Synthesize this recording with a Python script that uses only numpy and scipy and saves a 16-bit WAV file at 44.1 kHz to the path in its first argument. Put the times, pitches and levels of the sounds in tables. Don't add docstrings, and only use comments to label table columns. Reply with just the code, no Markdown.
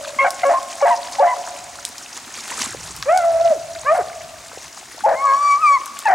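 import sys
import numpy as np
from scipy import signal
from scipy.fft import rfft, irfft, next_fast_len
from scipy.io import wavfile
from scipy.ndimage import uniform_filter1d, minimum_filter1d

SR = 44100
rng = np.random.default_rng(int(sys.argv[2]) if len(sys.argv) > 2 else 0)


def materialize(psi):
    bounded = np.clip(np.atleast_2d(psi).T, -1, 1)
    quanta = np.round(bounded * 32767).astype(np.int16)
    wavfile.write(sys.argv[1], SR, quanta)


N = 270950
TIME = np.arange(N) / SR
FFT_SIZE = next_fast_len(N)


def from_db(db):
    return 10 ** (np.asarray(db) / 20)


def normalise(x):
    return x / np.sqrt(np.mean(np.abs(x) ** 2))


def per_frequency(points):
    hz, value = np.transpose(points)
    bin_hz = np.arange(FFT_SIZE // 2 + 1) * SR / FFT_SIZE
    return np.interp(np.log(bin_hz + 1), np.log(hz), value)


def colour(x, points):
    return irfft(rfft(x, FFT_SIZE) * from_db(per_frequency(points)), FFT_SIZE)[:N]


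def wobble(rate, size):
    k = max(int(SR / rate), 1)
    smooth = uniform_filter1d(uniform_filter1d(rng.standard_normal(size + 2 * k), k), k)
    return np.sqrt(3 * k / 2) * smooth[k:k + size]


# (time [s], level [dB])
WIND_LEVELS = [(0, -58.5), (2.5, -58.5), (2.8, -40.5), (3.15, -50), (4.3, -54.5), (5.6, -62.5)]
# (frequency [Hz], gain [dB])
WIND_COLOUR = [(20, -33), (45, -6), (70, -1), (160, -2.5), (400, -46)]
def wind():
    rumble = normalise(colour(rng.standard_normal(N), WIND_COLOUR))
    return rumble * from_db(np.interp(TIME, *np.transpose(WIND_LEVELS)) + 2 * wobble(20, N))


# (time [s], level [dB])
LEAF_LEVELS = [(0, -35.5), (1.3, -35), (2.05, -37.5), (2.4, -34.5), (2.52, -30), (2.62, -26.5), (2.73, -35),
               (3.7, -37), (4.5, -39), (6.14, -37)]
# (frequency [Hz], gain [dB])
LEAF_COLOUR = [(88, -50), (150, 2.5), (524, -5.5), (702, -0.5), (888, 2), (2360, -2), (3220, -5),
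               (6770, -1), (9630, -8.5), (16000, -35.5)]
def leaves():
    footfalls = from_db(4.9 * wobble(28, N))
    rustle = 0
    for hz in 250 * 2 ** np.arange(0, 6.1, .5):
        strength = from_db(4.5 * np.minimum(rng.exponential(size=N), 4.5))
        cracks_per_s = hz ** .5 * 1.2 * footfalls
        cracks = (rng.random(N) < cracks_per_s / SR) * strength
        crumble = uniform_filter1d(cracks, int(0.0043 * SR))
        crackle = rng.standard_normal(N) * (1 + 0.83 * normalise(crumble))
        band = signal.butter(2, [hz / 2 ** .25, hz * 2 ** .25], "band", fs=SR, output="sos")
        rustle = rustle + signal.sosfilt(band, crackle)
    level_db = np.interp(TIME, *np.transpose(LEAF_LEVELS))
    return normalise(colour(rustle, LEAF_COLOUR)) * from_db(level_db)


# (time [s], peak level [dB], centre frequency [Hz])
TWIG_SNAPS = [(0.3061, -9, 7000), (0.6294, -18, 6120), (1.125, -21, 6250), (1.8514, -2, 6000),
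              (1.8897, -19, 7230), (1.9819, -14.5, 5700), (2.4788, -17, 6460), (2.593, -14, 6900),
              (2.6198, -7.5, 4900), (2.9642, -19, 7120), (3.026, -8.5, 4100), (3.1752, -5, 5350),
              (4.2459, -29, 4014), (4.6818, -23, 5170), (5.8588, -16, 7000), (5.99, -13.5, 7140)]
# (time [s], peak level [dB], centre frequency [Hz])
PAW_KNOCKS = [(1.153, -23, 2500), (2.744, -21.5, 493), (3.026, -17, 1410), (4.515, -26, 1140),
              (4.573, -23, 547.5), (4.774, -26.5, 1016), (4.945, -35, 398), (5.006, -24.5, 1310),
              (5.865, -24, 1266)]
def wood_hits(rows, width_ratio, ring_s):
    out, t = np.zeros(N + 4096), TIME[:4096]
    fade = 1000 ** (-t / ring_s) + 0.082 * 1000 ** (-t / 0.13)
    for start, db, hz in rows:
        edges_hz = [hz / width_ratio, min(hz * width_ratio, .45 * SR)]
        band = signal.butter(2, edges_hz, "band", fs=SR, output="sos")
        crack = signal.sosfilt(band, rng.standard_normal(len(t)) * fade)
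        i = int(start * SR)
        out[i:i + len(t)] += from_db(db) * crack / np.abs(crack).max()
    return out[:N]


ECHO_S, ECHO_DB, ECHO_HZ = 1.93, -10.5, 700
# (pitch [Hz], width [Hz], starting level [dB])
OLD_ECHO = [(603, 140, -31.5)]
def old_echo():
    ring = 0
    for hz, width, db in OLD_ECHO:
        blur = wobble(width, N) + 1j * wobble(width, N)
        ring = ring + from_db(db) * (blur * np.exp(2j * np.pi * hz * TIME)).real
    return ring * 1000 ** (-TIME / ECHO_S)


def trunk_echo(calls):
    t = TIME[:2 * SR]
    build_up = 1 - np.exp(-t / 0.021)
    fade = 1000 ** (-t / ECHO_S) + 3.66 * 1000 ** (-t / 0.31)
    bounces = rng.standard_normal((2, len(t))) * build_up * fade
    bounces /= np.sqrt(np.sum(bounces[0] ** 2))
    centre, side = signal.fftconvolve(calls[None], bounces, axes=1)[:, :N]
    band = [(ECHO_HZ / 4, -12), (ECHO_HZ, 0), (ECHO_HZ * 2 ** 1.1, -6), (9000, -25)]
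    return from_db(ECHO_DB) * colour(centre, band), from_db(ECHO_DB - 17) * colour(side, band)


TONE, OVERTONES, HALVES, UPPER = range(4)
# (frequency [Hz], gain [dB])
MOUTH_COLOUR = [(1100, 2.5), (1400, 1.5), (1750, -7.5), (2200, -5.5), (2550, -11.5), (2900, -19),
                (3600, -37)]
def voice(rows, partials, breathiness):
    times, hz, *levels = np.transpose(rows)
    a, b = int(times[0] * SR), min(int(times[-1] * SR), N)
    t = TIME[a:b]
    pitch = np.interp(t, times, hz) * (1 + 0.00544 * wobble(104, b - a))
    phase = 2 * np.pi * np.cumsum(pitch) / SR
    tone, breath = out = np.zeros((2, N))
    for multiple, follows, db in partials:
        haze = (wobble(277, b - a) + 1j * wobble(235, b - a)) / np.sqrt(2)
        blur = min(breathiness * multiple ** .8, 1)
        waver_db = (0.76 + 2.55 * np.log(np.clip(multiple, 1, 2))) * wobble(41, b - a)
        level_db = db + waver_db + np.interp(t, times, levels[follows])
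        if follows == OVERTONES:
            level_db += np.interp(multiple * pitch, *np.transpose(MOUTH_COLOUR))
        wave = (np.sqrt(1 - blur ** 2) + blur * haze) * np.exp(1j * multiple * phase)
        tone[a:b] += np.sqrt(2) * from_db(level_db) * wave.imag
    breath[a:b] = breathiness * from_db(np.interp(t, times, levels[TONE]))
    from_edge_s = np.minimum(t - t[0], t[-1] - t + (b == N))
    out[:, a:b] *= np.clip(from_edge_s / 0.00415, 0, 1)
    return out


def plain_partials():
    return [(1, TONE, 0)] + [(k + 2, OVERTONES, -2 * k) for k in range(4)]


ATTACK_S, RELEASE_S, EDGE_DB, OVERTONE_FADE_DB = 0.0063, 0.012, -4.5, -4.5
# (start [s], length [s], first pitch [Hz], last pitch [Hz], level [dB],
# change over the note [dB], overtones next to the tone [dB], halves likewise [dB], breathiness [0-1])
BARK_NOTES = [ (0.186, 0.067, 1076, 1097, -14, -6.5, 5.5, -18.5, 0.27),
              (0.206, 0.06, 551.5, 547, -24, 7, -22, -16.5, .05),
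              (0.243, 0.046, 799, 677, -15, -4, -3, -30, 0.99),
              (0.431, 0.018, 700, 706, -11.5, 2, -9, -40, 0.4),
              (0.448, 0.054, 543, 569, -15, 1, -9, -21.5, 0.09),
              (0.490, 0.063, 685, 680.5, -9, -5, -36, -34, 0.6),
              (0.534, 0.06, 1047, 1069, -14.5, -6, -35, -42, 0.3),
              (0.811, 0.015, 740, 880, -15.5, 3, -27, -40, 0.39),
              (0.823, 0.031, 581, 556, -8, -3.5, -10.5, -26.5, 0.039),
              (0.850, 0.1, 700, 700, -10.5, -8.5, -34, -42, 0.28),
              (0.853, 0.054, 823, 834, -8.5, -13, -35, -40, 0.97),
              (0.904, 0.051, 1021, 872, -7.5, -15.5, -8, -46, 0.12),
              (1.184, 0.03, 744, 955, -13, 3, -33, -40, 0.16),
              (1.198, 0.045, 544.5, 600.5, -12, -0.5, -14, -35, 0.14),
              (1.222, 0.077, 722, 681, -4.5, -17.5, -41, -40, 0.47),
              (1.265, 0.079, 1018, 996, -19, 0.5, -5.5, -40, 0.35),
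              (3.94, 0.094, 700, 722, -11.5, -12.5, -28, -36, 0.34),
              (5.036, 0.029, 780, 926, -20.5, 19, -23, -43, 0.078),
              (5.058, 0.1, 661.3, 649.7, -14, -1.5, -42, -21, 0.62),
              (5.058, 0.059, 533, 552, -16.5, -12, -36, -40, 0.057),
              (5.065, 0.035, 835, 816, -15.5, 2.5, -38, -50, 0.13),
              (6.053, 0.033, 898, 839, -16, 3.5, -1, -47, 0.34),
              (6.077, 0.067, 804.5, 715, -12, 5.5, -14.5, -18.5, 0.57), ]
def barks():
    partials = plain_partials() + [(1 / 2, HALVES, -12), (3 / 2, HALVES, -3), (5 / 2, HALVES, 0)]
    out = 0
    for start, length, first_hz, last_hz, db, change_db, over_db, half_db, breathiness in BARK_NOTES:
        t = np.array([0, min(ATTACK_S, length / 3), length - min(RELEASE_S, length / 3), length])
        progress = t / length
        pitch = first_hz + (last_hz - first_hz) * progress
        tone_db = db + change_db * progress + EDGE_DB * np.array([1, 0, 0, 1])
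        overtone_db = tone_db + over_db + OVERTONE_FADE_DB * progress
        rows = np.transpose([start + t, pitch, tone_db, overtone_db, tone_db + half_db])
        out = out + voice(rows, partials, breathiness)
    return out


# (time [s], pitch [Hz], tone [dB], overtones [dB])
BAY = [(3.055, 502, -38, -60), (3.075, 544, -19, -41), (3.095, 622, -10.5, -16.5), (3.14, 727, -11, -32),
       (3.17, 749.4, -13.5, -31), (3.22, 677, -22.5, -32), (3.24, 677, -13.5, -32.5), (3.29, 674, -13, -45),
       (3.325, 667.4, -16.5, -47), (3.365, 659, -12.5, -40), (3.39, 658, -19, -49),
       (3.415, 669, -12.5, -44), (3.435, 684, -25.5, -42), (3.455, 674, -10.5, -38), (3.5, 665, -16.5, -43),
       (3.525, 613, -8, -43), (3.545, 500, -36, -52), (3.6, 172, -51, -67)]
# (time [s], pitch [Hz], tone [dB], overtones [dB])
YELP = [(3.845, 482, -39, -42), (3.871, 563, -29, -22.5), (3.895, 601, -18.5, -14.5), (3.925, 657, -8, -31),
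        (3.931, 663.6, -11.5, -62), (3.957, 718, -22, -29), (3.965, 732, -12.5, -47),
        (3.999, 439.4, -26, -30), (4.02, 347, -37, -33)]
def bay_and_yelp():
    partials = plain_partials()
    return voice(BAY, partials, breathiness=0.14) + voice(YELP, partials, breathiness=0.16)


# (time [s], pitch [Hz], tone [dB], partial 2 [dB], halves [dB], upper partials [dB])
HOWL = [(5.15, 989, -33, -31, -65, -65), (5.175, 1060, -31, -27, -58, -65),
        (5.245, 1133, -14.5, -35, -41, -57), (5.3, 1079, -12.5, -27, -28.5, -49),
        (5.345, 1104, -12.5, -34, -34, -52), (5.39, 1142, -19, -33, -48, -53),
        (5.44, 1163, -14.5, -33, -50, -45), (5.53, 1136, -12.5, -19.5, -62, -45.5),
        (5.575, 1158, -18.5, -34, -62, -55), (5.6, 1245, -25.5, -66, -63, -68),
        (5.62, 1302, -20.5, -26, -60, -61), (5.64, 1228, -11, -25, -61, -50),
        (5.68, 1162, -9.5, -8.5, -48, -44), (5.72, 1134, -10, -19.5, -33.5, -47),
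        (5.755, 1102, -13, -18, -61, -47.5), (5.775, 1010, -16.5, -20.5, -70, -70),
        (5.788, 954, -54, -50, -72, -82)]
HOWL_UPPER = [-7, 6.5, 3, -1, 3, -18]
def howl():
    partials = plain_partials()[:2] + [(1 / 2, HALVES, -1), (3 / 2, HALVES, 0)]
    partials += [(k + 3, UPPER, db) for k, db in enumerate(HOWL_UPPER)]
    return voice(HOWL, partials, breathiness=0.076)


# (start [s], end [s], rate [Hz], depth [0-1])
THROBS = [(3.1, 3.234, 67, 0.55), (5.203, 5.38, 107.6, 0.51)]
def throb():
    gain = np.ones(N)
    for start, end, hz, depth in THROBS:
        a, b = int(start * SR), int(end * SR)
        phase = 2 * np.pi * np.cumsum(hz * (1 + 0.094 * wobble(41.5, b - a))) / SR
        gain[a:b] += depth * np.sqrt(np.hanning(b - a)) * np.sin(phase)
    return gain


# (frequency [Hz], gain [dB])
RASP_COLOUR = [(350, -51), (600, 5), (900, 5.5), (1400, -1), (1900, 0), (2900, -23.5), (6000, -48)]
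def hounds():
    tone, breath = barks() + bay_and_yelp() + howl()
    sung = throb() * tone
    rasp = normalise(colour(rng.standard_normal(N), RASP_COLOUR))
    return sung + from_db(-8) * breath * rasp


# (time [s], left minus right [dB])
PAN = [(0, 0.6), (3.6, 0), (5.2, 2)]
def scene():
    dogs = hounds()
    echo, side_echo = trunk_echo(dogs)
    centre = dogs + echo + old_echo() + leaves()
    centre += wood_hits(TWIG_SNAPS, width_ratio=1.59, ring_s=0.0036)
    centre += wood_hits(PAW_KNOCKS, width_ratio=1.35, ring_s=0.022)
    centre += wind()
    duller = [(250, -10), (3000, -0.5), (4500, 0), (9000, -8.5)]
    side = side_echo + from_db(-12) * colour(leaves(), duller) + from_db(-24) * wind()
    pan_db = np.interp(TIME, *np.transpose(PAN))
    return centre * from_db(np.array([pan_db, -pan_db]) / 2) + np.array([side, -side])


# (frequency [Hz], left's phase lead [rad])
MIC_PHASE = [(430, -.5), (1000, -.5), (2000, -.2), (8000, 0)]
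def record(dry):
    phase_shift = np.exp(.5j * per_frequency(MIC_PHASE) * np.array([[1], [-1]]))
    hiss = from_db(-54.5) * rng.standard_normal(N)
    stereo = irfft(rfft(dry, FFT_SIZE) * phase_shift, FFT_SIZE)[:, :N] + hiss
    peak = np.abs(stereo).max(axis=0) + 1e-9
    wanted_gain = np.minimum(.5 / peak, 1) ** 0.66
    hold = int(0.0038 * SR)
    gain = uniform_filter1d(minimum_filter1d(wanted_gain, hold), hold)
    treble_cut = signal.ellip(8, .2, 80, 15950, fs=SR, output="sos")
    return signal.sosfilt(treble_cut, stereo * gain)


dry = scene()
out = record(dry)
materialize(out)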